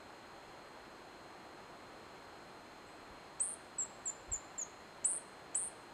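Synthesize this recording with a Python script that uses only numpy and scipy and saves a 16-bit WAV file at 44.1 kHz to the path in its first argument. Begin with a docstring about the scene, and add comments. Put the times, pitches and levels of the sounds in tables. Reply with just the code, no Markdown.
"""Outdoors among trees, a hand-held camera's microphone on a hummingbird perched on a bare twig.
After one faint call from afar, the bird gives a buzzy burst, four falling chips and two more bursts.
Each call is one thin whistle from the syrinx; in the bursts its pitch swings up and down ever more
slowly. The trees scatter a faint echo. Far behind lie an outdoor rush and a drone of traffic;
right at the microphone are its own hiss, the camera's whine and a few soft handling bumps."""
import sys
import numpy as np
from scipy import signal
from scipy.fft import rfft, irfft, next_fast_len
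from scipy.io import wavfile
from scipy.ndimage import map_coordinates

SR = 44100
rng = np.random.default_rng(int(sys.argv[2]) if len(sys.argv) > 2 else 0)


def master(y):
    """Save y as 16-bit WAV."""
    cut = np.clip(np.atleast_2d(y).T, -1, 1)
    pcm = np.round(cut * 32767)  # scale
    wavfile.write(sys.argv[1], SR, pcm.astype(np.int16))


N = 261513


def amp(db):
    """Decibels to gain."""
    return 10 ** (np.asarray(db) / 20)


def unit(x):
    """Scale to rms 1."""
    return x / np.sqrt(np.mean(x ** 2) + 1e-20)


def along(points, hz):
    """Read (f/Hz, value) points on a log frequency axis."""
    f, v = np.transpose(points)
    return np.interp(np.log(hz + 1), np.log(f + 1), v)


def wobble(rate, size):
    """A smooth random curve, rate knots a second."""
    knots = rng.standard_normal(int(size * rate / SR) + 4)
    return map_coordinates(knots, [np.arange(size) * rate / SR])


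def filtered(x, response):
    """Filter x by a gain given as a function of frequency."""
    m = next_fast_len(len(x) + 8192)
    return irfft(rfft(x, m) * response(np.fft.rfftfreq(m, 1 / SR)), m)[:len(x)]


def noise(spectrum, size):
    """Coloured noise of rms 1."""
    return unit(filtered(rng.standard_normal(size), lambda hz: amp(along(spectrum, hz))))


def band(hz, width_hz, size):
    """Narrow noise of rms 1."""
    return unit(filtered(rng.standard_normal(size), lambda f: np.exp(-((f - hz) / width_hz) ** 2 / 2)))


def ramp(t, length):
    """A smooth step from 0 to 1 that starts at t = 0."""
    return np.sin(np.pi / 2 * np.clip(t / length, 0, 1)) ** 2


def add(track, s, sound):
    """Mix a sound into the track at s seconds."""
    part = track[round(s * SR):][:len(sound)]
    part += sound[:len(part)]


# Spectrum of the rush, far from the microphone: f/Hz, relative level/dB
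RUSH_SPECTRUM = [(15, -30), (28, -12.5), (75, -8.5), (130, -8), (240, -5.5), (330, -3), (490, -4.5),
                 (770, -3), (1200, -6), (1850, -11), (3900, -21), (4550, -22), (5400, -26), (5800, -42)]

def outdoors(rush_db=-54.5, sway_db=-0.16, traffic_db=-73.5, swell_db=7, peak_s=1.4, swell_s=0.74):
    """In the distance: a steady rush, and a low drone of traffic that swells once."""
    swell = np.exp(-((np.arange(N) / SR - peak_s) / swell_s) ** 2)
    traffic = amp(traffic_db + swell_db * swell) * band(hz=349, width_hz=38, size=N)
    rush = amp(rush_db + sway_db * wobble(3.3, N)) * noise(RUSH_SPECTRUM, N)
    return rush + traffic


# Spectrum of the microphone's own hiss: f/Hz, relative level/dB
HISS_SPECTRUM = [(4800, -17), (5400, -6), (5750, -8.5), (6050, 2.5), (6650, 3.5), (6900, -2), (7150, 3),
                 (8100, 2), (9000, -4), (11000, -8.5), (15000, -20)]
# Tones of the camera's electronics: f/Hz, rms level/dB
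WHINE_TONES = [(3334, -81.5), (4163.4, -70.5), (6669, -82), (8331, -89.5)]

def camera_noise(hiss_db=-73.5):
    """At the microphone: hiss, and a thin electronic whine that drifts slightly in pitch."""
    drift = 1 + 0.00059 * wobble(8, N)
    whine = sum(np.sqrt(2) * amp(db) * np.sin(2 * np.pi * np.cumsum(hz * drift) / SR)
                for hz, db in WHINE_TONES)
    return amp(hiss_db) * noise(HISS_SPECTRUM, N) + whine


# Bumps of the hand on the camera: t/s, f/Hz, level/dB
HANDLING_BUMPS = [(.49, 48, -62), (3.115, 48, -56), (4.295, 50, -48), (4.319, 72, -40.5),
                  (4.362, 48.3, -52)]

def handling(width_cycles=0.66):
    """Each soft bump pushes the camera body once out and back."""
    out, t = np.zeros(N), np.arange(N) / SR
    for s, hz, db in HANDLING_BUMPS:
        cycles = hz * (t - s)
        out -= amp(db) * np.sin(2 * np.pi * cycles) * np.exp(-(cycles / width_cycles) ** 2)
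    return out


# Notes of a faint call from afar: t/s, f/Hz, level/dB
FAR_NOTES = [(2.86, 7850, -70), (2.9, 8350, -74)]

def far_call(width_hz=350, t60=0.49):
    """Distance smears each note into a narrow band of echo before it reaches the microphone."""
    out, t = np.zeros(N), np.arange(SR // 2) / SR
    for s, hz, db in FAR_NOTES:
        add(out, s, amp(db - 60 * t / t60) * ramp(t, 0.0092) * band(hz, width_hz, len(t)))
    return out


def whistle(hz, overtone_db):
    """The syrinx: a tone of rms 1, plus its weaker octave."""
    phase = 2 * np.pi * np.cumsum(hz) / SR
    return np.sqrt(2) * (np.sin(phase) + amp(overtone_db) * np.sin(2 * phase))


# Spectrum of the ticks that open a burst: f/Hz, relative level/dB
TICK_SPECTRUM = [(500, -19), (1500, -3), (3000, -6), (5000, -14), (6500, -7), (8000, 4), (9500, -10),
                 (12000, -27), (15000, -31)]

def tick(t, width_s=0.0017, noise_db=-27, sweep_db=-38.5, sweep_hz=2462, rise_hz_per_s=240000):
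    """A snap of noise with a faint upward sweep, centred on t = 0; levels are relative to the burst."""
    sweep = amp(sweep_db) * whistle(sweep_hz + rise_hz_per_s * t, overtone_db=-5)
    snap = amp(noise_db) * noise(TICK_SPECTRUM, len(t))
    return np.exp(-(t / width_s) ** 2 / 2) * (snap + sweep)


def trill(t, first_period_s=0.00365, slowing=0.029):
    """The buzz: a rounded triangular swing between 0 and 1, slightly uneven, whose period grows."""
    rate = (1 + 0.0325 * wobble(139, len(t))) / (first_period_s + slowing * np.maximum(t, 0))
    cycles = np.cumsum(rate * (t > 0)) / SR
    turn = np.arcsin(.95 * np.cos(2 * np.pi * cycles)) / np.arcsin(.95)
    return (1 - turn) / 2


# Level of a burst by pitch, strong up to 9 kHz and fainter above: f/Hz, relative level/dB
BURST_TILT = [(6000, -7), (7600, -6), (8500, -7), (9000, -5), (9600, -13.5), (10400, -20), (11200, -20.5),
              (12500, -25)]
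# Bursts from the twig: t/s, base level/dB, opening f/Hz, lead before the trill/s, length/s
BURST_CALLS = [(3.397, -24, 7820, .022, 0.15), (5.042, -20.5, 7630, 0.0176, 0.14),
               (5.545, -22.5, 7570, .013, 0.14)]

def bursts(swing_hz=2650, trill_hz=8170, throat_hz=11400):
    """A tiny upward flick, a rising whistle, then a fast trill, loudest low in each swing."""
    flick_s, flick_hz, flick_hz_per_s, flick_db = 0.00204, 5880, 730000, -9
    main_s, climb_hz_per_s, creep_hz_per_s = 0.0055, 46500, 2600
    soft_db, swell_s, drop_db, fade_db_per_s = -5.5, 0.0035, -5.5, 48.5
    voice, ticks = np.zeros(N), np.zeros(N)
    for s, db, start_hz, lead, length in BURST_CALLS:
        t = np.arange(int(length * SR)) / SR
        in_trill = np.maximum(t - lead, 0)
        opening = in_trill / (in_trill + 0.005)  # the swing widens quickly, then ever more slowly
        swing = swing_hz * opening * trill(t - lead)
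        stray_hz = 130 * opening * wobble(170, len(t)) + 35 * wobble(520, len(t))
        flick_pitch = flick_hz + flick_hz_per_s * (t - flick_s)
        climb_pitch = start_hz + climb_hz_per_s * (np.minimum(t, lead) - main_s)
        # every trill settles on the same lowest pitch, which creeps up
        settled = ramp(in_trill, 0.0047)
        main_pitch = (1 - settled) * climb_pitch + settled * (trill_hz + creep_hz_per_s * in_trill)
        hz = np.where(t < main_s, flick_pitch, main_pitch) + swing + stray_hz
        # effort swells, drops as the trill starts, then ebbs
        swell = soft_db * np.exp(-np.maximum(t - main_s, 0) / swell_s)
        effort = swell + drop_db * ramp(in_trill, 0.003) - fade_db_per_s * in_trill
        level = db + effort + along(BURST_TILT, hz) + 1.2 * opening * wobble(153, len(t))
        flick_gate = amp(flick_db) * ramp(t - flick_s, 0.0012) * ramp(main_s - t, 0.001)
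        main_gate = ramp(t - main_s, 0.0013) * ramp(length - t, 0.0027)
        add(voice, s, amp(level) * (flick_gate + main_gate) * whistle(hz, overtone_db=-60))
        for when in (flick_s, flick_s + 0.0061):  # flick and main whistle each open with a tick
            add(ticks, s, amp(db) * tick(t - when))
    # the bird's throat passes little above the top of the swing
    return filtered(voice, lambda hz: 1 / np.sqrt(1 + (hz / throat_hz) ** 60)) + ticks


def tree_echo(x, delay_s, t60):
    """Leaves and branches scatter the call back to the microphone in a dying tail of unit energy."""
    t = np.arange(int(.6 * SR)) / SR
    tail = rng.standard_normal(len(t)) * ramp(t - delay_s, 0.0018) * amp(-60 * t / t60)
    return signal.fftconvolve(x, tail / np.linalg.norm(tail))[:N]


# A chip's octave, stronger on low notes: fundamental f/Hz, relative level/dB
CHIP_OCTAVE = [(6500, -35), (7100, -36), (7700, -49)]
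# Chips from the twig: t/s, length/s, level/dB, opening f/Hz, fall/Hz, fall time constant/s,
# closing bend/Hz, hold before the fade/s
CHIP_CALLS = [ (3.783, .072, -36.5, 8060, 918, 0.029, 1007, .037),
              (4.055, 0.05, -38, 8160, 1240, 0.0192, 170, 0.05),
              (4.316, 0.058, -36, 7810, 1080, 0.031, -60, 0.027),
              (4.579, 0.058, -38.5, 7510, 858, 0.032, -520, 0.043), ]

def chips(waver_hz=18, flutter_db=1.5, bend_s=0.0099, soft_db=-9.5, swell_s=0.0045, fade_db_per_s=380):
    """Short clean whistles that start softly: the pitch sinks, levels out and bends as the note ends."""
    crack_s, crack_width_s, crack_db = 4.608, 0.0034, -22  # the voice breaks briefly in the last chip
    out = np.zeros(N)
    for s, length, db, start_hz, fall_hz, fall_s, bend_hz, hold in CHIP_CALLS:
        t = np.arange(int(length * SR)) / SR
        fall = fall_hz * (1 - np.exp(-t / fall_s))
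        bend = bend_hz * np.exp((t - length) / bend_s)
        hz = start_hz - fall + bend + waver_hz * wobble(430, len(t))
        effort = soft_db * np.exp(-t / swell_s) - fade_db_per_s * np.maximum(t - hold, 0)
        crack = crack_db * np.exp(-((s + t - crack_s) / crack_width_s) ** 2)
        level = db + effort + crack + flutter_db * wobble(330, len(t))
        gate = ramp(t, 0.0017) * ramp(length - t, 0.0026)
        add(out, s, amp(level) * gate * whistle(hz, overtone_db=along(CHIP_OCTAVE, hz)))
    return out


def scene():
    """At one microphone: the bird, its echoes from near branches and farther trees, and the background."""
    bird = bursts() + chips()
    near = amp(-11) * tree_echo(bird, delay_s=0.0034, t60=0.14)
    # the long way through the air dulls the top of the far echo
    dulled = filtered(bird, lambda hz: 1 / np.sqrt(1 + (hz / 9200) ** 12))
    far = amp(-20) * tree_echo(dulled, delay_s=0.016, t60=0.59)
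    return (bird + near + far + far_call() + outdoors() + camera_noise() + handling())[None]


def record(dry):
    """The camera keeps nothing above its band limit."""
    top_hz = 15500
    return np.array([filtered(channel, lambda hz: hz < top_hz) for channel in dry])


dry = scene()
out = record(dry)
master(out)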